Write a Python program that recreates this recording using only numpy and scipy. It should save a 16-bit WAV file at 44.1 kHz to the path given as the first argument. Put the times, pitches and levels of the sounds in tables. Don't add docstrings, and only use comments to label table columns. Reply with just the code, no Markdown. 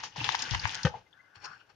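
import sys
import numpy as np
from scipy import signal
from scipy.fft import rfft, irfft
from scipy.io import wavfile

SR = 44100
rng = np.random.default_rng(int(sys.argv[2]) if len(sys.argv) > 2 else 0)


def persist_wave(psi):
    counts = np.round(np.clip(psi, -1, 1) * 32767).astype(np.int16)
    wavfile.write(sys.argv[1], SR, np.atleast_2d(counts).T)


N = 77175
T = np.arange(N) / SR
TUB_T60_S, ROOM_T60_S = 0.02, 0.31
KNOCK_WET_DB, FRICTION_RISE_S = -11, 0.0012
RUB_PAN_DB, THUMP_PAN_DB, SLIDE_PAN_DB = 10, 5.5, 7.5


def from_db(db):
    return 10 ** (np.asarray(db) / 20)


def rms_one(x):
    return x / np.sqrt(np.mean(x ** 2) + 1e-20)


def level(curve):
    return from_db(np.interp(T, *np.transpose(curve)))


def pan(db):
    return from_db(np.array([[db], [-db]]) / 2)


def colour(x, points):
    hz, db = np.transpose(points)
    f = np.maximum(np.arange(N + 1) * SR / (2 * N), 1)
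    gain = from_db(np.interp(np.log(f), np.log(hz), db)) * np.minimum(f / hz[0], 1) ** 2
    return rms_one(irfft(rfft(x, 2 * N) * gain)[..., :N])


def band(x, low_hz, high_hz):
    edges = [low_hz, min(high_hz, .45 * SR)]
    return signal.sosfilt(signal.butter(2, edges, "band", fs=SR, output="sos"), x + 1e-18)


def band_around(x, hz, octaves):
    half = 2 ** (octaves / 2)
    return band(x, hz / half, hz * half)


def resonance(x, hz, width_hz):
    return signal.lfilter(*signal.iirpeak(hz, hz / width_hz, fs=SR), x)


def drift(per_s):
    points = rng.standard_normal(400)
    return np.interp(T * per_s, np.arange(len(points)), points)


def click(s):
    return 1. * (np.arange(N) == int(s * SR))


def swell(s, rise_s, decay_s):
    age = np.maximum(T - s, 0)
    return (1 - np.exp(-age / rise_s)) * np.exp(-np.minimum(age / decay_s, 40))


def tone(s, hz, rise_s, t60):
    return np.sin(2 * np.pi * hz * (T - s)) * swell(s, rise_s, t60 / np.log(1000))


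def echoes(x, t60):
    tail = rng.standard_normal((2, N)) * swell(.001, .001, t60 / np.log(1000))
    return signal.fftconvolve(np.atleast_2d(x), rms_one(tail) / np.sqrt(N), axes=1)[:, :N]


def in_tub(x):
    return x + from_db(-1) * echoes(x, TUB_T60_S)


def scratch(s, hz, octaves, decay_s):
    friction = rng.standard_normal(N) + from_db(3.5) * rng.standard_normal((2, N))
    return rms_one(band_around(friction, hz, octaves)) * swell(s, FRICTION_RISE_S, decay_s)


def room_tone():
    # (frequency [Hz], relative density [dB])
    spectrum = [(35, -13), (70, -32.5), (108, 9), (150, -18), (300, -0.5), (900, -4.5), (1600, -13.5),
                (3000, -13.5), (6500, -28.5), (9000, -36.5), (14000, -40.5)]
    air = rng.standard_normal((2, N)) + rng.standard_normal(N)
    return colour(air, spectrum) * from_db(-72.5) * pan(6.5)


def handling():
    # (time [s], level [dB])
    rumble_curve = [(0, -60), (.13, -71.5), (.2, -49), (.35, -60), (.44, -57), (.6, -53), (.74, -59.5),
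                    (.82, -56.5), (.9, -57.5), (.97, -61), (1.05, -75.5), (1.33, -84.5), (1.38, -73),
                    (1.45, -69.5), (1.52, -65.5), (1.62, -82), (1.75, -74)]
    scuff_curve = [(.845, -81), (.856, -35), (.872, -33.5), (.885, -50.5), (.9, -48), (.92, -55),
                   (.935, -50), (.946, -46.5), (.958, -43.5), (.97, -46.5), (.988, -53), (1.01, -66),
                   (1.06, -78.5), (1.75, -100)]
    # (frequency [Hz], relative density [dB])
    rumble_spectrum = [(40, -2.5), (65, -4), (110, 6), (170, 0), (240, -6), (350, -20), (700, -49.5)]
    scuff_spectrum = [(300, -34), (430, -3), (540, 1), (660, -1), (860, 5), (980, -9.5), (1080, -11),
                      (1600, -20), (3000, -19), (7000, -39)]
    rumble = colour(rng.standard_normal(N), rumble_spectrum) * level(rumble_curve)
    scuff = colour(in_tub(rng.standard_normal(N)), scuff_spectrum) * level(scuff_curve)
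    return rumble * pan(5.5) + scuff * pan(3.5)


def squeaks():
    # (time of peak [s], level [dB], half length [s])
    presses = [(1.074, -65, .007), (1.203, -56, .007), (1.255, -67, .018)]
    pitch_hz, sag_hz, waver_hz, rough_db = 2070, 25, 25, 2
    press = sum(from_db(db) * np.exp(-.5 * ((T - s) / half_s) ** 2) for s, db, half_s in presses)
    hz = pitch_hz - sag_hz * press / press.max() + waver_hz * drift(220)
    wave = np.sin(2 * np.pi * np.cumsum(hz) / SR) * from_db(rough_db * drift(223.7))
    return wave * press * pan(RUB_PAN_DB)


def rubbing():
    # (time [s], level [dB])
    curve = [(.38, -98), (.43, -46.5), (.49, -47.5), (.53, -52), (.71, -69), (.75, -45.5), (.81, -48),
             (.87, -66.5), (1.11, -79), (1.145, -63.5), (1.27, -65), (1.32, -66), (1.36, -58.5),
             (1.42, -65), (1.455, -47.5), (1.5, -51.5), (1.535, -50.5), (1.59, -68), (1.615, -71),
             (1.66, -74), (1.75, -80)]
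    wall_hz = 1610
    sing = resonance(rng.standard_normal(N), wall_hz, width_hz=65)
    sing = band(sing, wall_hz * 0.34, wall_hz * 0.91)
    return rms_one(in_tub(sing)) * level(curve) * pan(RUB_PAN_DB)


def scraping():
    # (time [s], level [dB], pitch [Hz])
    course = [(1.39, -99, 850), (1.42, -66, 880), (1.436, -55, 1000), (1.46, -51, 1170),
              (1.495, -50.5, 1230), (1.54, -62, 1280), (1.585, -88, 1330), (1.614, -56.5, 1420),
              (1.64, -87, 1420)]
    slips_per_s, width_hz = 900, 120
    times, levels, pitches = np.transpose(course)
    db, hz = np.interp(T, times, levels), np.interp(T, times, pitches)
    slips = rng.standard_normal(N) * (rng.random(N) < slips_per_s / SR)
    carrier = np.exp(2j * np.pi * np.cumsum(hz) / SR)
    pole = np.exp(-2 * np.pi * width_hz / SR)
    ring = (carrier * signal.lfilter([1], [1, -2 * pole, pole ** 2], slips / carrier)).real
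    return rms_one(in_tub(ring)) * from_db(db) * pan(SLIDE_PAN_DB)


def flexing():
    # (time [s], level [dB], pitch [Hz], t60 [s], left over right [dB])
    wobbles = [(0.181, -32, 132, 0.18, 1.5), (0.208, -36.5, 295, 0.068, 2.5), (.214, -32, 125, 0.17, 1.5),
               (0.274, -38.5, 126.5, 0.19, 1.5), (.425, -47, 240, .12, 6), (0.513, -34.5, 114, 0.097, 33),
               (0.527, -38.5, 61.5, 0.18, 29), (0.559, -39.5, 96, 0.11, 33), (0.633, -44, 82, 0.14, 30),
               (0.647, -33, 103, 0.1, 23), (0.853, -22.5, 78, 0.096, 8), (0.951, -39.5, 121, 0.041, 7.5),
               (1.366, -48.5, 105.5, 0.097, 1)]
    return sum(tone(s, hz, rise_s=0.0028, t60=t60) * from_db(db) * pan(side_db)
               for s, db, hz, t60, side_db in wobbles)


def boom():
    swing = tone(s=.8478, hz=149, rise_s=0.009, t60=0.045) * from_db(-2) * pan(THUMP_PAN_DB)
    return swing + from_db(-22.5) * echoes(swing, ROOM_T60_S)


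def thump():
    # (time [s], relative level [dB], treble roll-off [Hz])
    contacts = [(0.8499, -0.5, 6000), (0.8539, -13, 4900), (0.8672, -4, 2570), (0.8702, -11.5, 2640)]
    # (frequency [Hz], relative level [dB], t60 [s])
    modes = [(404, -24, 0.023), (504, -25.5, 0.074), (547, -33, 0.066), (850, -45.5, 0.08),
             (900, -37, 0.05), (1275, -18.5, 0.017), (1543, -28, 0.058), (1804, -19.5, 0.019),
             (2566, -30.5, 0.033), (2970, -31, 0.026), (3180, -23.5, 0.019), (6020, -22.5, 0.017)]
    ring = 0
    for s, db, soft_hz in contacts:
        for hz, mode_db, t60 in modes:
            strength = from_db(db + mode_db + rng.normal(0, 0.65)) * rng.choice([-1, 1])
            softening = (1 + (hz / soft_hz) ** 4) ** -.5
            ring += tone(s, hz, rise_s=0.0014, t60=t60) * strength * softening
    slap = scratch(contacts[0][0], hz=2330, octaves=2, decay_s=0.011) * from_db(-31.5)
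    pulses = sum(from_db(db - 28) * swell(s, FRICTION_RISE_S, decay_s=.005) for s, db, _ in contacts)
    thud = rms_one(band_around(rng.standard_normal(N), hz=480, octaves=.7)) * pulses
    reflections = from_db(KNOCK_WET_DB) * echoes(ring, TUB_T60_S)
    return (ring + thud + reflections + in_tub(slap)) * pan(THUMP_PAN_DB)


def footfalls(per_s):
    spread_db, flicker_db = 4.5, 2
    edges_hz = np.geomspace(200, 12800, 13)
    patter = 0
    for low, high in zip(edges_hz, edges_hz[1:]):
        sizes = from_db(spread_db * np.minimum(rng.exponential(1, (3, N)), 4))
        signs = rng.choice([-1, 1], (3, N))
        hits = rms_one(sizes * signs * (rng.random((3, N)) < per_s / 2 / SR))
        stereo = hits[:2] + from_db(-2.5) * hits[2]
        patter += band(stereo, low, high) * from_db(flicker_db * drift(50.16))
    return patter


def sliding():
    # (time [s], level [dB])
    curve = [(1.335, -91), (1.357, -53.5), (1.395, -67.5), (1.42, -58), (1.44, -50.5), (1.458, -45),
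             (1.472, -58.5), (1.53, -57), (1.585, -65.5), (1.61, -67), (1.65, -80), (1.685, -77),
             (1.7, -57), (1.745, -83)]
    # (frequency [Hz], relative density [dB])
    spectrum = [(200, -11.5), (500, -0.5), (670, -16.5), (820, 9), (1050, -0.5), (1220, 4.5), (1380, 0.5),
                (1700, 3), (2150, -1.5), (2600, 1.5), (3300, -5.5), (3850, -14.5), (4400, -2.5),
                (5100, -9.5), (5500, -3.5), (6200, -18.5), (7500, -11)]
    friction = colour(footfalls(per_s=4000), spectrum)
    ring = sum(resonance(friction, hz, width_hz=150) for hz in (4430, 5480))
    return rms_one(friction + ring) * level(curve) * pan(SLIDE_PAN_DB)


def knock(s, hz, wall_db):
    rebound_s, rebound_db = 0.00104, -8.5
    strikes = click(s) + from_db(rebound_db) * click(s + rebound_s)
    tap = band(strikes, hz * 0.68, hz * 2)
    tap = signal.sosfilt(signal.butter(4, 700, "high", fs=SR, output="sos"), tap)
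    tap = tap + from_db(wall_db) * resonance(tap, hz=900, width_hz=80)
    return tap / np.abs(tap).max()


def tick(s, hz):
    burst = rng.standard_normal((2, N)) * swell(s, rise_s=.0002, decay_s=.0006)
    snap = band_around(burst, hz, octaves=.9)
    return snap / np.abs(snap).max()


def falling_insects():
    # (time [s], peak [dB], pitch [Hz], wall ring [dB], left over right [dB])
    bodies = [(0.037, -26.5, 1000, -1, 5.5), (0.1593, -38.5, 900, 28, 11), (0.214, -32, 940, 19.5, 10.5),
              (0.2905, -14.5, 1200, 2, 13.5), (0.291, -28, 2600, -7, 23), (0.3458, -28.5, 1100, -11, 12),
              (0.3469, -20.5, 950, 11, 5), (0.351, -14, 1900, -7, 8), (.537, -25, 930, 2, 6),
              (0.5477, -20.5, 1600, 1, 17.5), (0.5505, -17.5, 1500, 7.5, -8), (.5517, -33, 1700, 12, 11),
              (0.6543, -19, 1050, 1, 16), (.672, -29.5, 1190, 14, 0.5)]
    # (time [s], peak [dB], pitch [Hz], left over right [dB])
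    claws = [(0.2442, -16, 3800, 7), (.2482, -20, 4200, 8), (.259, -30, 7500, 4), (.392, -27, 6000, 2.5),
             (.4213, -15, 6800, 3), (.432, -31, 9000, 2), (0.5095, -18, 3800, 4), (0.5483, -24, 6500, 3),
             (.6485, -32, 7000, 1), (0.6765, -19, 8400, 1), (.688, -32, 9500, 1), (.6935, -23, 2900, 6),
             (.7045, -26, 3200, 5), (.711, -28, 7000, 6), (0.746, -19.5, 5000, 5), (.752, -20.5, 5800, 4),
             (0.8318, -24, 5300, 4)]
    # (time [s], level [dB], centre [Hz], width [octaves], decay [s], left over right [dB])
    strokes = [(0.122, -48.5, 3100, 0.22, 0.0041, 7), (0.034, -39, 5180, 0.69, 0.019, 3),
               (0.203, -22.5, 2710, 0.15, 0.0038, 3.5), (0.2085, -34, 2720, 0.12, 0.0013, 8.5),
               (0.242, -25, 3330, 0.57, 0.0028, 12), (0.29, -29.5, 3180, 0.53, 0.004, 13.5),
               (0.3198, -25, 2980, 1.3, 0.0031, 6.5), (0.352, -28, 4900, 0.37, 0.0037, 1),
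               (0.39, -34, 4640, 0.69, 0.011, 0.5), (0.4196, -26, 5260, 0.66, 0.0038, 4.5),
               (0.5096, -37, 3250, 0.72, 0.0054, 19), (0.544, -43.5, 4050, 1.4, 0.0032, 2.5),
               (0.5947, -24.5, 4700, 0.21, 0.0022, 4), (0.633, -35.5, 1970, 0.98, 0.036, 1.5),
               (.8312, -28.5, 4870, 0.6, 0.0028, 3.5), (0.9382, -35, 844, 0.25, 0.0062, 7.5),
               (1.1275, -51.5, 3380, .2, 0.0018, 8), (1.44, -41.5, 5150, 0.25, 0.013, 2),
               (1.444, -47.5, 4330, 0.033, 0.0092, 15), (1.454, -39.5, 5640, 1.2, 0.0026, -9),
               (1.597, -60, 2720, .3, 0.019, 1)]
    right_lag_s = 0.00016
    knocks = sum(knock(s, hz, wall_db) * from_db(db) * pan(side_db)
                 for s, db, hz, wall_db, side_db in bodies)
    ticks = sum(tick(s, hz) * from_db(db) * pan(side_db) for s, db, hz, side_db in claws)
    scratches = sum(scratch(s, hz, octaves, decay_s) * from_db(db) * pan(side_db)
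                    for s, db, hz, octaves, decay_s, side_db in strokes)
    reflections = echoes(from_db(KNOCK_WET_DB) * knocks + from_db(-14) * ticks, TUB_T60_S)
    left, right = knocks + ticks + reflections + in_tub(scratches)
    return np.array([left, np.interp(T - right_lag_s, T, right)])


def scrabbling():
    # (time [s], relative level [dB])
    effort = [(0, -46), (.025, -56), (.038, -42.5), (.052, -46), (.075, -50), (.095, -61.5), (.155, -62.5),
              (.163, -44), (.2, -43), (.23, -44.5), (.25, -39), (.32, -41), (.345, -39), (.372, -46),
              (.42, -41.5), (.45, -44), (.495, -45.5), (.55, -40), (.585, -49.5), (.62, -45.5), (.675, -45),
              (.72, -46), (.75, -44.5), (.82, -51.5), (.88, -47.5), (.92, -72.5), (.97, -63.5),
              (1.04, -78.5), (1.75, -79)]
    # (frequency [Hz], relative density [dB])
    spectrum = [(200, -18), (320, -11), (390, -13), (480, -8), (640, -14.5), (750, -3), (890, 3.5),
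                (1050, -4.5), (1300, -7.5), (1800, 0), (2300, -3.5), (2850, 1), (3900, -7), (4900, -5),
                (5700, -7.5), (6400, -9.5), (7100, -21.5), (9000, -15), (12000, -11)]
    legs = colour(footfalls(per_s=2200), spectrum)
    return legs * level(effort) * from_db(4.5) * pan(5)


def scene():
    hits = falling_insects() + thump()
    room = room_tone() + from_db(-14) * echoes(hits, ROOM_T60_S)
    legs = scrabbling() + sliding()
    tub = flexing() + boom() + rubbing() + scraping() + squeaks() + handling()
    return room + tub + legs + hits


def record(dry):
    low_cut_hz, edge_hz, top_hz = 29, 7160, 15800
    dull = signal.sosfilt(signal.cheby1(10, .3, edge_hz, fs=SR, output="sos"), dry)
    sizzle = from_db(-13.5) * band(dry, 8466, 9230)
    leak = from_db(-35.5) * dry
    heard = signal.sosfilt(signal.butter(2, low_cut_hz, "high", fs=SR, output="sos"), dull + sizzle + leak)
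    hiss = from_db(-85.5) * rng.standard_normal((2, N))
    return signal.sosfilt(signal.cheby2(12, 70, top_hz, fs=SR, output="sos"), heard + hiss)


dry = scene()
out = record(dry)
persist_wave(out)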